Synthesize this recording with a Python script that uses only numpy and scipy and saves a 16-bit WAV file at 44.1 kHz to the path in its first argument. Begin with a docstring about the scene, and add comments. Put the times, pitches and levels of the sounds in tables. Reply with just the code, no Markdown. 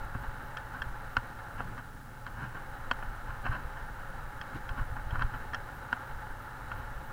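"""Mountain bike tyres crunch fast down a leafy dirt trail, heard from a camera in a closed case on the rider.
The crunch is a dense train of tiny impacts that excites resonances of the bike and the case. Rough ground
and blows set off short rattles, the camera mount knocks, a loose part clacks and bumps thump.
Wind buffets the case into a rumble and the shaken frame booms. Beneath it all lie the camera's own
hiss and thin whine."""
import sys
import numpy as np
from scipy import signal
from scipy.fft import rfft, irfft
from scipy.io import wavfile
from scipy.ndimage import uniform_filter1d

SR = 44100
rng = np.random.default_rng(int(sys.argv[2]) if len(sys.argv) > 2 else 0)


def bounce(signal):
    """Save signal as a 16-bit WAV file at the path given by the first command-line argument."""
    frames = np.transpose(np.atleast_2d(signal))
    limited = np.clip(frames, -1, 1)
    pcm = np.round(limited * 32767).astype(np.int16)
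    wavfile.write(sys.argv[1], SR, pcm)


N = 313992

# spectrum of crushed leaves and grit: (frequency [Hz], relative density [dB])
CRUNCH_SPECTRUM = [(200, -9.5), (420, -11), (630, -14), (740, -4.5), (1000, -5.5), (1120, -6), (1380, 1.5),
                   (1560, -1), (1830, -6), (2000, -15), (2170, -13.5), (2400, -23.5), (2850, -20),
                   (3550, -29.5), (7000, -39)]
# resonances of the rolling bike: (frequency [Hz], bandwidth [Hz], gain [dB])
BIKE_RESONANCES = [(546, 53, 8), (850, 36.5, 7.5), (3910, 220, 5.5)]
# rough patches: (centre time [s], duration [s], relative rattle level [dB], boom level [dB])
ROUGH_PATCHES = [(0.238, .05, -46.5, -48), (0.754, .06, -44, -50), (1.673, 0.19, -59.5, -44.5),
                 (2.43, 0.11, -42.5, -41), (2.563, 0.038, -42, -52), (3.3, 0.045, -41.5, -52),
                 (3.462, 0.033, -33, -41), (3.536, 0.052, -34, -45.5), (4.561, 0.038, -46, -39),
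                 (4.789, 0.036, -37.5, -42.5), (5.15, 0.031, -38.5, -46), (5.218, 0.026, -36, -37.5),
                 (5.348, 0.044, -44.5, -44.5), (6.782, 0.11, -47.5, -46)]
# modes of the camera mount: (frequency [Hz], relative level [dB], time to decay by 60 dB [s])
MOUNT_MODES = [(250, -19.5, 0.055), (533, -21.5, 0.04), (752, -12.5, 0.018), (973, -5, 0.022),
               (1146, 1, 0.0097), (1398, 3, 0.015), (1555, 0.5, 0.018), (1800, -9, 0.017),
               (2180, -16.5, 0.011), (2640, -14, 0.016), (2938, -16.5, 0.015), (3190, -21.5, 0.03),
               (4060, -22, 0.012), (4370, -23.5, 0.011), (4730, -23.5, 0.0089), (5410, -26.5, 0.012),
               (5940, -29.5, 0.0081), (7120, -27.5, 0.0043)]
# blows on the mount: (time [s], relative level [dB], low-pass cutoff [Hz])
MOUNT_KNOCKS = [(0.1482, -23.5, 750), (1.1668, -15.5, 6500), (1.5807, -41, 3000), (1.6037, -19.5, 1100),
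                (1.778, -34, 6000), (2.2644, -32, 10000), (2.9118, -14.5, 7000), (3.025, -27.5, 2200),
                (3.465, -26, 2400), (4.9657, -27.5, 1380), (5.155, -26.5, 1710), (5.1929, -27, 2600),
                (5.221, -22.5, 3800), (5.338, -30.5, 1800), (5.927, -19.5, 5070), (6.7151, -27, 2400)]
# modes of the loose part: (frequency [Hz], relative level [dB], time to decay by 60 dB [s])
LOOSE_PART_MODES = [(824, -0.5, 0.0073), (1380, 0, 0.023), (1542, -1, 0.029), (1760, -1, 0.027),
                    (2620, -8, 0.009), (3210, -6.5, 0.012), (4140, -18.5, 0.011), (4250, -16.5, 0.011),
                    (5140, -15.5, 0.013), (5740, -12, 0.0037)]
# blows on the loose part: (time [s], relative level [dB], low-pass cutoff [Hz])
LOOSE_PART_CLACKS = [(0.57, -32.5, 7100), (0.8189, -30, 8230), (3.7692, -35, 1400), (4.4128, -33, 5030),
                     (4.69, -37, 9000), (5.107, -38.5, 6000), (5.5334, -34, 4500), (5.545, -29.5, 9000)]
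# pulses from bumps: (crest time [s], relative peak level [dB], width at half height [s])
BUMP_PULSES = [(.155, -28, 0.0032), (.287, -26, .009), (0.871, -23.5, 0.01), (1.179, -25.5, 0.0057),
               (3.083, -23, 0.014), (3.295, -30, 0.0068), (3.497, -21, 0.0071), (4.715, -24.5, 0.0081),
               (4.816, -21, 0.0089), (4.925, -26, 0.0078), (5.071, -24, 0.012), (5.131, -20.5, 0.0068),
               (5.185, -24.5, 0.0079), (5.249, -18.5, 0.0086), (6.148, -31, 0.014), (6.31, -31.5, 0.013),
               (6.802, -29.5, 0.0068)]
# frame resonances excited by a bump: (frequency [Hz], bandwidth [Hz], gain [dB])
FRAME_RESONANCES = [(118.3, 18, 10.5), (260, 56, 11.5)]
# spectrum of wind on the case: (frequency [Hz], relative density [dB])
WIND_SPECTRUM = [(8, -6.5), (22, 1), (40, -8.5), (60, -12.5), (85, -20.5), (130, -28.5), (300, -46)]
# envelope of the gusts: (time [s], relative level [dB])
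GUST_ENVELOPE = [(0.0, -41.5), (0.71, -49.5), (0.85, -41.5), (1.53, -53.5), (1.59, -41), (1.82, -50.5),
                 (3.47, -42), (4.1, -46), (4.24, -42), (4.48, -50.5), (4.66, -42.5), (5.27, -39.5),
                 (5.29, -42), (6.07, -56), (6.11, -45), (6.5, -52), (7.04, -40), (7.12, -48)]
# spectrum of the shaken frame: (frequency [Hz], relative density [dB])
BOOM_SPECTRUM = [(45, -16), (75, -7.5), (110, 1.5), (135, -2), (165, -12), (205, -13.5), (250, -11.5),
                 (310, -18.5), (420, -25), (800, -29.5)]
# spectrum of the camera's hiss: (frequency [Hz], relative density [dB])
HISS_SPECTRUM = [(1000, 5.5), (4500, 2), (7500, 1.5), (10000, 1.5), (12000, 0.5), (13800, 1), (15800, 3.5)]
# swells in the top of the hiss: (time [s])
SWELL_TIMES = [.23, .46, .8, 1.14, 5.37, 5.76, 6.09, 6.43, 6.79, 7.07]
# partials of the electronic whine: (frequency [Hz], level [dB])
WHINE_PARTIALS = [(15364, -87), (15423, -85), (15477, -75.5), (15536, -94), (15595, -97)]

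ROLLING_DB, BOOM_DB = -45.5, -50.5
GROUND_SWING_DB, GROUND_DRIFT_HZ = 0.71, 12.8  # the ground varies under the tyres
# the rider looks down at the handlebar, and the tyres fade while the camera is turned
LOOK_DOWN_S, LOOK_UP_S, TURN_S, TURNED_LOSS_DB = 1.72, 2.44, 0.43, 6
SHAKE_DELAY_S, SHAKE_S = 0.0094, 0.032  # the brief rattle after each blow
REBOUND_S, CHATTER_S, CHATTER_DB = 0.0043, 0.0014, 3.5
BUFFET_DB, BUFFET_HZ = 1.54, 7.1  # uneven buffeting about each gust
CUTOFF_HZ = 15800


def tyres():
    """Shot noise: knobs crush leaves and grit, and grains on a rush excite the bike and the case."""
    turned = ramp(LOOK_DOWN_S, TURN_S) - ramp(LOOK_UP_S, TURN_S)
    crush = rng.standard_normal(N) + from_db(-4.5) * grains(per_s=900, spread_db=3.0)
    crunch = coloured(crush, CRUNCH_SPECTRUM)
    rings = sum(from_db(db) * resonance(crunch, hz, width) for hz, width, db in BIKE_RESONANCES)
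    level_db = ROLLING_DB + GROUND_SWING_DB * drift(GROUND_DRIFT_HZ) - TURNED_LOSS_DB * turned
    return from_db(level_db) * rms_one(crunch + rings)


def rattles():
    """Random impact excitation: rough ground and blows set off bursts of soft contacts in the mount."""
    ground = sum(from_db(db) * hump(s, length) for s, length, db, _ in ROUGH_PATCHES)
    shakes = sum(hump(s + SHAKE_DELAY_S, SHAKE_S) for s, _, _ in MOUNT_KNOCKS + LOOSE_PART_CLACKS)
    contacts = grains(per_s=2200, spread_db=3.0) * np.hypot(ground, from_db(-44) * shakes)
    ring = signal.lfilter(*signal.butter(1, 1200, fs=SR), ringing(MOUNT_MODES, scatter_db=2.5))
    return from_db(-1.0) * signal.fftconvolve(contacts, ring / np.linalg.norm(ring))[:N]


def blows(rows, modes, rebound_db, scatter_db):
    """Convolution: a contact force drives a part's modes, once at the blow and once at a weaker rebound."""
    out = np.zeros(N + SR)
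    for s, db, bright_hz in rows:
        for delay, level_db in ((0, db), (REBOUND_S, db + rebound_db)):
            ring = signal.fftconvolve(contact_force(bright_hz), ringing(modes, scatter_db))
            at = int((s + delay) * SR)
            out[at:at + len(ring)] += from_db(level_db) * ring
    return out[:N]


def contact_force(bright_hz):
    """Contact compliance acts as a low-pass: the softer the contact, the duller its push and chatter."""
    t = np.arange(SR // 50) / SR
    push = signal.lfilter(*signal.butter(1, 3300, fs=SR), t == 0)
    chatter = rng.standard_normal(len(t)) * np.sqrt(t) * np.exp(-t / CHATTER_S)
    chatter = signal.lfilter(*signal.butter(1, 2800, "high", fs=SR), chatter / np.linalg.norm(chatter))
    force = push + from_db(CHATTER_DB) * chatter
    return signal.lfilter(*signal.butter(2, min(bright_hz, SR / 3), fs=SR), force)


def ringing(modes, scatter_db):
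    """Modal superposition: the impulse response of a struck part is a sum of damped sinusoids."""
    hz, db, t60 = np.transpose(modes)[:, :, None]
    t = np.arange(SR // 10) / SR
    strength = from_db(db + scatter_db * rng.standard_normal(db.shape))
    waves = strength * np.exp(-np.log(1000) * t / t60) * np.sin(2 * np.pi * hz * t)
    # neighbouring modes start in antiphase, so the ring takes a moment to build
    return waves[::2].sum(axis=0) - waves[1::2].sum(axis=0)


def thumps():
    """Transient response: a bump jolts the case with one pointed pulse and rings the frame's resonances."""
    t = seconds()
    pushes = sum(from_db(db) / (1 + (2 * (t - s) / width) ** 2) for s, db, width in BUMP_PULSES)
    jolts = signal.lfilter(*signal.butter(1, 16, "high", fs=SR), pushes)  # each push swings back slowly
    booms = sum(from_db(db) * resonance(jolts, hz, width) for hz, width, db in FRAME_RESONANCES)
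    return from_db(0.5) * (jolts + booms)


def wind():
    """Turbulent pressure: wind buffets the case with a low noise whose level follows the gusts."""
    gust_db = np.interp(seconds(), *np.transpose(GUST_ENVELOPE))
    rumble = evened(coloured(rng.standard_normal(N), WIND_SPECTRUM), span_s=0.085)
    return from_db(gust_db + BUFFET_DB * drift(BUFFET_HZ) + 2.0) * rumble


def frame_boom():
    """Forced vibration: the ground shakes the frame into a low boom, louder over rough patches."""
    shaking = sum(from_db(db) * hump(s, length) for s, length, _, db in ROUGH_PATCHES)
    boom = evened(coloured(rng.standard_normal(N), BOOM_SPECTRUM), span_s=0.0705)
    return np.hypot(from_db(BOOM_DB), shaking) * boom


def camera_hiss():
    """Self-noise: the camera adds a steady broadband hiss whose top swells at times and ticks faintly."""
    hiss = from_db(-62.5) * coloured(rng.standard_normal(N), HISS_SPECTRUM)
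    top_band = signal.butter(2, [12300, 14800], "band", fs=SR, output="sos")
    top = rms_one(signal.sosfilt(top_band, rng.standard_normal(N)))
    swells = from_db(-68.5) * top * sum(hump(s, 0.063) for s in SWELL_TIMES)
    ticks = resonance(grains(per_s=35, spread_db=2.0), hz=9800, width_hz=2000)
    return hiss + swells + from_db(-78) * rms_one(ticks)


def camera_whine():
    """Amplitude modulation: a cluster of high electronic tones wavers at random."""
    t = seconds()
    whine = sum(from_db(db) * np.sqrt(2) * np.sin(2 * np.pi * (hz * t + rng.random()))
                for hz, db in WHINE_PARTIALS)
    waver = rms_one(resonance(rng.standard_normal(N), hz=30, width_hz=15))
    return whine * (1 + 0.37 * waver)


def grains(per_s, spread_db):
    """A Poisson process: clicks at random moments, many small and a few large; rms 1."""
    sizes = from_db(spread_db * np.minimum(rng.exponential(1, N), 4))
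    signs = rng.choice([-1, 1], N)
    return rms_one(sizes * signs * (rng.random(N) < per_s / SR))


def resonance(x, hz, width_hz):
    """A damped resonator: two poles, with unit gain at the peak."""
    r = np.exp(-np.pi * width_hz / SR)
    feedback = [1, -2 * r * np.cos(2 * np.pi * hz / SR), r * r]
    return signal.lfilter(np.array([1, 0, -1]) * (1 - r * r) / 2, feedback, x)


def coloured(x, spectrum):
    """Spectral shaping, with a roll-off an octave beyond each end of the spectrum; rms 1."""
    hz, db = np.transpose(spectrum)
    bins = np.maximum(np.fft.rfftfreq(N, 1 / SR), 1)
    gain = from_db(np.interp(np.log(bins), np.log(hz), db))
    edges = 1 / np.sqrt((1 + (hz[0] / 2 / bins) ** 4) * (1 + (bins / hz[-1] / 2) ** 4))
    return rms_one(irfft(rfft(x) * gain * edges, N))


def evened(x, span_s):
    """Envelope flattening: division by the running rms removes the slow swings of a noise."""
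    return x / np.sqrt(uniform_filter1d(x ** 2, max(int(span_s * SR), 2)) + 1e-9)


def drift(cutoff_hz):
    """Low-pass noise: a slow random swing; rms 1."""
    return rms_one(signal.sosfilt(signal.butter(2, cutoff_hz, fs=SR, output="sos"), rng.standard_normal(N)))


def hump(middle_s, width_s):
    """A Gaussian envelope of height 1, given by its width at half height."""
    return np.exp2(-np.minimum(np.square(2 * (seconds() - middle_s) / width_s), 60))


def ramp(middle_s, length_s):
    """A linear transition from 0 to 1."""
    return np.clip((seconds() - middle_s) / length_s + .5, 0, 1)


def from_db(db):
    """The amplitude ratio of a level in decibels."""
    return 10 ** (np.asarray(db) / 20)


def rms_one(x):
    """Normalisation to rms 1."""
    return x / np.sqrt(np.mean(x ** 2) + 1e-20)


def seconds():
    """Uniform sampling: the time of every sample."""
    return np.arange(N) / SR


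def scene():
    """Superposition: all sources add at one microphone in the case, with no echo from the forest."""
    knocks = blows(MOUNT_KNOCKS, MOUNT_MODES, rebound_db=-10.5, scatter_db=1.5)
    clacks = blows(LOOSE_PART_CLACKS, LOOSE_PART_MODES, rebound_db=-7.5, scatter_db=2.0)
    ride = tyres() + rattles() + knocks + clacks + thumps() + wind() + frame_boom()
    return (ride + camera_hiss() + camera_whine())[None]


def record(dry):
    """Band limiting: a steep elliptic low-pass removes the highest treble."""
    return signal.sosfilt(signal.ellip(12, .1, 80, CUTOFF_HZ, fs=SR, output="sos"), dry)


dry = scene()
out = record(dry)
bounce(out)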